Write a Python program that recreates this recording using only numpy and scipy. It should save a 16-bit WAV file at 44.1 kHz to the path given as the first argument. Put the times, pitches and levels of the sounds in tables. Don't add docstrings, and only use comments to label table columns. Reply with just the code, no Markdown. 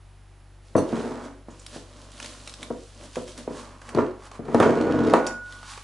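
import sys
import numpy as np
from scipy import signal
from scipy.fft import rfft, irfft, next_fast_len
from scipy.io import wavfile
from scipy.ndimage import uniform_filter1d

SR = 44100
rng = np.random.default_rng(int(sys.argv[2]) if len(sys.argv) > 2 else 0)


def to_wav(s):
    ch = np.atleast_2d(s).T
    pcm = np.round(np.clip(ch, -1, 1) * 32767)
    wavfile.write(sys.argv[1], SR, pcm.astype(np.int16))


N = 257147
TIME = np.arange(N) / SR

# start_s, level_db, hardness_db (tilt towards the upper modes),
# weight_db (tilt towards the deep modes), left_minus_right_db (before the lean of the whole image)
KNOCKS = [(0.752, -5.5, -15, -16, 4.5), (0.779, -11, -14.5, -10, 1), (0.927, -17.5, -13, 1, -3),
          (1.484, -33.5, -8, 2, -1), (1.76, -28, -13.5, -6, 0), (2.703, -20, -16.5, -18, 2.5),
          (3.168, -20, -26, -29, -1), (3.176, -27, -4.5, -4.5, -1), (3.476, -21.5, -14, -11, -0.5),
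          (3.506, -29, -7, -9, 0), (3.949, -15.5, -12, 3, 1.5), (3.973, -13.5, -14.5, -11, 4),
          (3.985, -9.5, -6.5, -13.5, -1), (4.393, -25, -15.5, -5, 3), (4.483, -23, -6.5, -5, 4),
          (4.545, -7, -11.5, -12, 3), (4.601, -5.5, -2, -3, -1), (4.626, -14, 8.5, -32, 1),
          (4.661, -8, -18, -14, -1), (4.692, -13.5, -5, -8, -1), (5.1365, -5, -2, -27, 0.5)]
# full_speed_s, judder_db, rasp_db, rise_s, hold_s, slowing_db_per_s
SLIDES = [(0.824, -35, -47, .04, .07, 40), (0.949, -29.5, -39.5, 0.087, 0.3, 47),
          (3.963, -31.5, -40, 0.095, 0.087, 30), (4.629, -23.5, -35, 0.3, 0.51, -8)]
JUDDER_FADE_S, RASP_FADE_S = 0.024, 0.066
RASP_FOLLOWS = 0.36
CATCH_FADE_S = 0.002
# frequency_hz, level_db, t60_s
WORKTOP_MODES = [(90, -12, .35), (140, -11, .22), (174, -10, .22), (222, -5, .25), (248, -5.5, .25),
                 (278, -6, .28), (317, -4, .2), (365, -5, .22), (433, -1, .22), (476, -1.5, .17),
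                 (545, -5.5, .18), (642, -3.5, .2), (690, -8, .14), (780, -11, .1), (912, -9, .14),
                 (980, -7.5, .14), (1108, -7.5, .12), (1205, -11, .1), (1302, -12, .1), (1420, -15, .08),
                 (1640, -20, .08), (1820, -19, .08)]
# (per Hz, relative)
GRIT_SPECTRUM = [(100, -31), (300, -4), (650, 1.5), (1300, -3), (2200, -13), (4000, -27.5), (7000, -30),
                 (11000, -48)]
# full_s, level_db, rise_s, hold_s, fade_s
SINGING = [(4.634, -34, 0.11, 0.021, 0.027), (4.745, -43, 0.081, 0.48, 0.066),
           (5.315, -39, 0.35, 0.11, 0.12)]
GLASS_HZ = 1458
# start_s, level_db
RATTLE = [(0.764, -28.5), (0.7797, -27), (0.7885, -45)]
# frequency_hz, level_db
SPOON_MODES = [(2756, -4.5), (3617, -5), (4350, -1), (5943, 0.5), (6170, -1), (7450, -9), (8268, -5),
               (9689, -5), (10680, -7)]
# start_s, level_db, favoured_hz
CLINKS = [(1.5055, -65, 7000), (1.5945, -58, 6950), (5.2682, -41.5, 5650)]
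# frequency_hz, level_db
GLASS_MODES = [(2583, 14), (4048, -29), (5400, 1), (5850, 3), (6933, 3), (7100, 6), (8182, 3)]
GLASS_T60_S, SPOON_T60_S = 0.083, 0.13
# height_s, crinkle_db, rise_s, fade_s,
# dull_rub_db (relative to crinkle_db), papery_scuff_db (relative to crinkle_db)
STROKES = [(0.678, -63, .12, 0.082, -15, -17), (1.0, -50, 0.41, 0.16, 9.5, -19),
           (1.25, -52.5, 0.087, 0.024, -6, -4), (1.52, -59, 0.085, .1, 6, 2),
           (1.63, -56.5, 0.15, 0.071, -12, -12), (1.76, -46, 0.15, 0.046, -1, -7),
           (2.02, -56.5, 0.66, 0.22, 3.5, -0.5), (2.25, -45.5, 0.24, 0.17, -2, -6.5),
           (2.48, -51.5, .14, 0.17, -3.5, -4.5), (2.63, -50.5, .09, .05, 7, 1.5),
           (2.82, -56.5, 0.39, 0.42, -26, -21), (3.05, -50, 0.18, 0.041, 5, -2),
           (3.17, -47, 0.12, 0.084, -22, -14), (3.28, -46, 0.024, 0.061, -1, -7),
           (3.385, -46.5, 0.041, 0.049, 5.5, -2.5), (3.59, -47, 0.17, 0.06, 3, 3.5),
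           (3.74, -61.5, 0.45, .06, 10, 10.5), (3.9, -52, 0.19, 0.028, 3, 6),
           (4.272, -53, 0.18, 0.015, -1, 6), (4.36, -55, 0.098, 0.021, 6, 9.5),
           (4.61, -51, 0.25, 0.036, -9, -12), (5.278, -53, 0.15, 0.053, 17, 17),
           (5.53, -53, 0.22, 0.19, -3, 0.5), (5.709, -44, .15, 0.09, -25, -1)]
# (per Hz, relative)
PLASTIC_SPECTRUM = [(700, -20.5), (1400, -4.5), (2200, -7), (3000, -2), (4200, -2.5), (6000, -3.5),
                    (9000, -7), (11000, -11)]
# (per Hz, relative)
RUB_SPECTRUM = [(100, -42), (160, -7.5), (250, 4.5), (400, -7), (600, 1), (800, -19.5), (1500, -27),
                (3000, -70)]
# (per Hz, relative)
SCUFF_SPECTRUM = [(500, -19.5), (800, 7.5), (1080, 16.5), (1300, 9.5), (1900, 2.5), (3000, -6.5),
                  (8000, -39)]
# start_s, level_db, pitch_hz
SNAPS = [(1.664, -30.5, 5500), (2.016, -43, 4830), (2.118, -40.5, 4800), (2.2008, -26, 2900),
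         (2.227, -29, 3650), (2.245, -30, 4130), (2.259, -31.5, 4500), (2.4752, -28.5, 4130),
         (2.495, -33.5, 4570), (2.539, -30.5, 3860), (2.629, -25.5, 3750), (3.157, -27, 2600),
         (3.377, -33.5, 5950), (3.817, -38.5, 1670), (3.891, -31, 1880), (3.948, -31, 4670),
         (4.315, -34, 1140), (4.453, -38, 1200), (4.545, -22.5, 1840), (4.601, -21, 1830),
         (5.098, -26.5, 2160), (5.136, -21, 4570), (5.266, -24, 6150), (5.5233, -37, 3480),
         (5.63, -32, 1210), (5.776, -32.5, 1160)]
SNAP_FADE_S = 0.004
# frequency_hz, level_db
HUM = [(48.4, -51), (96.9, -54.5), (145.3, -64.5)]
# (per Hz, relative)
AIR_SPECTRUM = [(94, -3), (160, -16), (194, -15), (361, -6.5), (395, -13.5), (524, -14), (815, -10.5),
                (956, -12.5), (9050, -30), (10100, -22.5), (11000, -32.5), (14300, -99), (22000, -120)]
AIR_DB = -59
# frequency_hz, t60_s
ROOM_DECAY = [(100, 0.28), (500, .4), (2000, 0.25), (10000, 0.33)]
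# frequency_hz, side_level_db
WIDTH = [(50, -19), (120, -17), (500, -17), (1000, -15.5), (3000, -11.5), (8000, -9), (11000, -8)]
# frequency_hz, left_minus_right_db
LEAN = [(50, .7), (85, 1.2), (130, 4.3), (260, .3), (520, -.6), (1100, -2.7), (2500, -1.6), (10000, -.8)]
CUTOFF_HZ = 11050


def from_db(db):
    return 10 ** (np.asarray(db) / 20)


def rms_one(x):
    return x / np.sqrt(np.mean(x ** 2) + 1e-20)


def evened(x, size):
    local_power = np.maximum(uniform_filter1d(x ** 2, size), 0)
    return x / np.sqrt(local_power + 1e-3 * np.mean(x ** 2))


def at_hz(points, hz):
    point_hz, values = np.array(points)[:, 0], np.array(points)[:, 1]
    return np.interp(np.log(np.maximum(hz, 1)), np.log(point_hz), values)


def add(track, s, sound):
    start = int(round(s * SR))
    track[start:start + len(sound)] += sound[:N - start]


def highpass(x, hz):
    return signal.sosfilt(signal.butter(2, hz, "high", fs=SR, output="sos"), x)


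def bandpass(x, order, low_hz, high_hz):
    return signal.sosfilt(signal.butter(order, [low_hz, high_hz], "band", fs=SR, output="sos"), x)


def coloured(x, spectrum):
    size = next_fast_len(N + 8192)
    level_db = at_hz(spectrum, np.fft.rfftfreq(size, 1 / SR))
    cepstrum = irfft(np.log(from_db(level_db)), size)
    cepstrum[1:size // 2] *= 2
    cepstrum[size // 2 + 1:] = 0
    return irfft(rfft(x, size) * np.exp(rfft(cepstrum)), size)[:N]


def ring(clicks, hz, t60):
    radius = from_db(-60 / (t60 * SR))
    angle = 2 * np.pi * hz / SR
    return signal.lfilter([0, np.sin(angle)], [1, -2 * radius * np.cos(angle), radius ** 2], clicks + 1e-18)


def grains(per_s, spread_db):
    size_db = spread_db * np.minimum(rng.exponential(1, N), 4)
    sizes = from_db(size_db) * rng.choice([-1, 1], N)
    return sizes * (rng.random(N) < per_s / SR)


def swell(s, rise_s, hold_s, fade_s):
    rising = np.clip(1 + (TIME - s) / rise_s, 0, 1) ** 2
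    return rising * np.exp(-np.maximum(TIME - s - hold_s, 0) / fade_s)


def mode_gain(hz, level_db, hardness_db, usual_db=-4.5, knee_hz=750):
    upper = 1 / (1 + (knee_hz / hz) ** 4)
    return from_db(level_db + (hardness_db - usual_db) * upper)


def knocks(gain_db=-3.0, scatter_db=0.5, crack_db=-12.5, crack_fade_s=0.027, push=0.7, push_hz=520,
           usual_weight_db=-11.5, deep_hz=300, free_share=0.063, settle_s=0.012, rise_s=0.00061):
    out, t = np.zeros((2, N)), TIME[:SR // 2]
    hz, level_db, t60 = np.transpose(WORKTOP_MODES)[:, :, None]
    deep = 1 / (1 + (hz / deep_hz) ** 4)
    signs = (-1) ** np.arange(len(hz))[:, None]
    grit = rms_one(coloured(rng.standard_normal(N), GRIT_SPECTRUM))
    modes = np.sin(2 * np.pi * hz * t) * np.exp(-np.log(1000) * t / t60)
    for k, (s, knock_db, hardness_db, weight_db, pan_db) in enumerate(KNOCKS):
        weighted_db = level_db + (weight_db - usual_weight_db) * deep
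        scattered_db = weighted_db + scatter_db * rng.standard_normal(hz.shape)
        strength = mode_gain(hz, scattered_db, hardness_db)
        blow = np.sum(rng.permutation(signs) * strength * modes, axis=0)
        blow *= free_share + (1 - free_share) * np.exp(-t / settle_s)
        blow *= 1 - np.exp(-t / (rise_s * from_db(-hardness_db / 2)))
        blow /= np.sqrt(uniform_filter1d(blow ** 2, size=220).max())
        turn = np.pi * push_hz * from_db((hardness_db + 10) / 4) * t - 2.5
        pulse = push * 2 * (2 * turn ** 2 - 1) * np.exp(-turn ** 2)
        crack = np.roll(grit, k * len(t))[:len(t)] * np.exp(-t / crack_fade_s)
        crack *= mode_gain(GLASS_HZ, crack_db, hardness_db)
        sound = from_db(knock_db + gain_db) * (blow + pulse + crack)
        left_over_right = from_db(pan_db)
        add(out[0], s, sound)
        add(out[1], s, sound * (left_over_right - 1) / (left_over_right + 1))
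    return highpass(out, 105)


def slides(gain_db=1.0, softer_db=2.5, catch_db=-17.5, catches_per_s=55, catch_hz=2200, lowest_hz=115):
    slips = evened(grains(per_s=240, spread_db=4.0), size=2400)
    grit = evened(coloured(grains(per_s=5000, spread_db=4.0), GRIT_SPECTRUM), size=2400)
    catch_sizes = abs(grains(catches_per_s, spread_db=2.0))
    catches = signal.lfilter([1], [1, -np.exp(-1 / (CATCH_FADE_S * SR))], catch_sizes)
    crackle = coloured(catches * rng.standard_normal(N), PLASTIC_SPECTRUM)
    crackle = rms_one(signal.sosfilt(signal.butter(1, catch_hz, fs=SR, output="sos"), crackle))
    force, rasp = 1e-9, 1e-9
    for s, judder_db, rasp_db, rise_s, hold_s, slowing_db_per_s in SLIDES:
        lost_db = slowing_db_per_s * np.clip(TIME - s, 0, hold_s)
        force = force + from_db(judder_db - lost_db) * swell(s, rise_s, hold_s, JUDDER_FADE_S)
        rasp_level = from_db(rasp_db - RASP_FOLLOWS * lost_db)
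        rasp = rasp + rasp_level * swell(s, rise_s, hold_s, RASP_FADE_S)
    hardness_db = np.minimum(20 * np.log10(rasp / force) - softer_db, 0)
    body, body_power = 0, 0
    for k, (hz, level_db, t60) in enumerate(WORKTOP_MODES):
        shaken = slips * force * mode_gain(hz, level_db, hardness_db)
        body = body + (-1) ** k * ring(shaken, hz, t60)
        body_power += from_db(level_db) ** 2 * t60 * SR / (4 * np.log(1000))
    judder = from_db(gain_db) * highpass(body, lowest_hz) / np.sqrt(body_power)
    return judder + rasp * (grit + from_db(catch_db) * crackle)


def singing_glass(gain_db=1.5, waver=0.19, waver_t60_s=0.22):
    drive = sum(from_db(level_db) * swell(s, rise_s, hold_s, fade_s)
                for s, level_db, rise_s, hold_s, fade_s in SINGING)
    steady = np.sqrt(2) * np.sin(2 * np.pi * GLASS_HZ * TIME)
    uneven = rms_one(ring(rng.standard_normal(N), GLASS_HZ, waver_t60_s))
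    return from_db(gain_db) * drive * (steady + waver * uneven)


def chime(modes, favour_db, t60, tick, tick_fade_s, blur_t60):
    t = TIME[:SR // 3]
    hz, level_db = np.transpose(modes)
    chatter = rng.standard_normal((len(hz), len(t)))
    strength = from_db(level_db + favour_db)
    rings = sum(gain * rms_one(ring(noise, f, blur_t60)) for f, gain, noise in zip(hz, strength, chatter))
    ringing = rings / np.linalg.norm(strength) * np.exp(-np.log(1000) * t / t60)
    return ringing + tick * rng.standard_normal(len(t)) * np.exp(-t / tick_fade_s)


def clinks(spoon_db=-9.0, glass_db=12.0):
    out, glass_hz = np.zeros(N), np.array(GLASS_MODES)[:, 0]
    for s, level_db in RATTLE:
        sound = chime(SPOON_MODES, 0, SPOON_T60_S, tick=.7, tick_fade_s=.005, blur_t60=.035)
        add(out, s, from_db(level_db + spoon_db) * sound)
    for s, level_db, favoured_hz in CLINKS:
        favour_db = -16 * np.abs(np.log2(glass_hz / favoured_hz))
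        sound = chime(GLASS_MODES, favour_db, GLASS_T60_S, tick=.45, tick_fade_s=.004, blur_t60=.025)
        add(out, s, from_db(level_db + glass_db) * sound)
    return out


def handling():
    power = 0
    for s, crinkle_db, rise_s, fade_s, dull_db, scuff_db in STROKES:
        levels = from_db(crinkle_db + np.array([0, dull_db, scuff_db]))
        power = power + np.outer(levels, swell(s, rise_s, 0, fade_s)) ** 2
    return np.sqrt(power)


def bag(effort, crinkle_db=-4.5, swish_db=0.5, creases_per_s=600):
    pitches = np.geomspace(1400, 10500, 14)
    creases = grains(creases_per_s, spread_db=4.5)
    dealt = rng.integers(0, len(pitches), N)
    crinkle = sum(np.sqrt(hz) * ring(creases * (dealt == k), hz, 5 / hz) for k, hz in enumerate(pitches))
    crinkle = evened(coloured(crinkle, PLASTIC_SPECTRUM), size=3000)
    swish = rms_one(coloured(rng.standard_normal(N), PLASTIC_SPECTRUM))
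    return effort * (from_db(crinkle_db) * crinkle + from_db(swish_db) * swish)


def rubbing(dull, papery):
    catches = grains(per_s=1500, spread_db=3.0)
    rub = evened(coloured(catches, RUB_SPECTRUM), size=3000)
    scuff = evened(coloured(catches, SCUFF_SPECTRUM), size=3000)
    return dull * rub + papery * scuff


def snaps(gain_db=-4.5, cycles=38.0, broad=2.23, flap=1.0, flap_hz=1300, flap_t60_s=0.0036, small_hz=2600):
    out, t = np.zeros(N), TIME[:SR // 16]
    for s, level_db, hz in SNAPS:
        burst = rng.standard_normal(len(t)) * np.exp(-t / SNAP_FADE_S)
        wide = bandpass(burst, 1, hz / 2, 2 * hz)
        fold_hz = np.minimum(hz * 2 ** rng.uniform(-.8, 1.3, 3), 10500)
        folds = sum(rms_one(ring(wide, f, 14 / f)) for f in fold_hz)
        flapping = flap * min(1, small_hz / hz) ** 2 * rms_one(ring(wide, flap_hz, flap_t60_s))
        patch = rms_one(ring(wide, hz, cycles / hz))
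        snap = patch + folds / 2 + broad * rms_one(wide) + flapping
        snap /= np.sqrt(uniform_filter1d(snap ** 2, size=90).max())
        add(out, s, from_db(level_db + gain_db) * snap)
    return out


def fridge():
    return sum(np.sqrt(2) * from_db(level_db) * np.sin(2 * np.pi * (hz * TIME + rng.random()))
               for hz, level_db in HUM)


def background(rumble_db=-66.0):
    rumble = rms_one(bandpass(rng.standard_normal(N), 2, 35, 200))
    air = rms_one(coloured(rng.standard_normal(N), AIR_SPECTRUM))
    return from_db(rumble_db) * rumble + from_db(AIR_DB) * air


def kitchen(x, first_s=0.0081):
    t, tail = TIME[:SR // 2], 0
    for low_hz in 80 * 2. ** np.arange(8):
        band = bandpass(rng.standard_normal(len(t)), 2, low_hz, min(2 * low_hz, SR / 2 - 1))
        t60 = at_hz(ROOM_DECAY, low_hz * np.sqrt(2))
        tail = tail + band * np.exp(-np.log(1000) * t / t60)
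    tail = tail * (t > first_s)
    return signal.fftconvolve(x, tail / np.linalg.norm(tail))[:N]


def scene(wood_wet_db=-4.5, plastic_wet_db=-10.0):
    effort, dull, papery = handling()
    knock, knock_side = knocks()
    wood = knock + slides()
    plastic = bag(effort) + rubbing(dull, papery) + snaps() + clinks()
    air = background()
    echo = kitchen(from_db(wood_wet_db) * wood + from_db(plastic_wet_db) * plastic)
    mid = wood + plastic + air + echo + fridge() + singing_glass()
    side = knock_side + coloured(kitchen(wood + plastic + air), WIDTH)
    channels = []
    for sign in (1, -1):
        half_lean = [(hz, sign * lean_db / 2) for hz, lean_db in LEAN]
        channels.append(coloured(mid + sign * side, half_lean))
    return np.array(channels)


def record(dry):
    rounded = .9 * np.tanh(dry / .9)
    return signal.sosfilt(signal.ellip(10, .2, 80, CUTOFF_HZ, fs=SR, output="sos"), rounded)


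dry = scene()
out = record(dry)
to_wav(out)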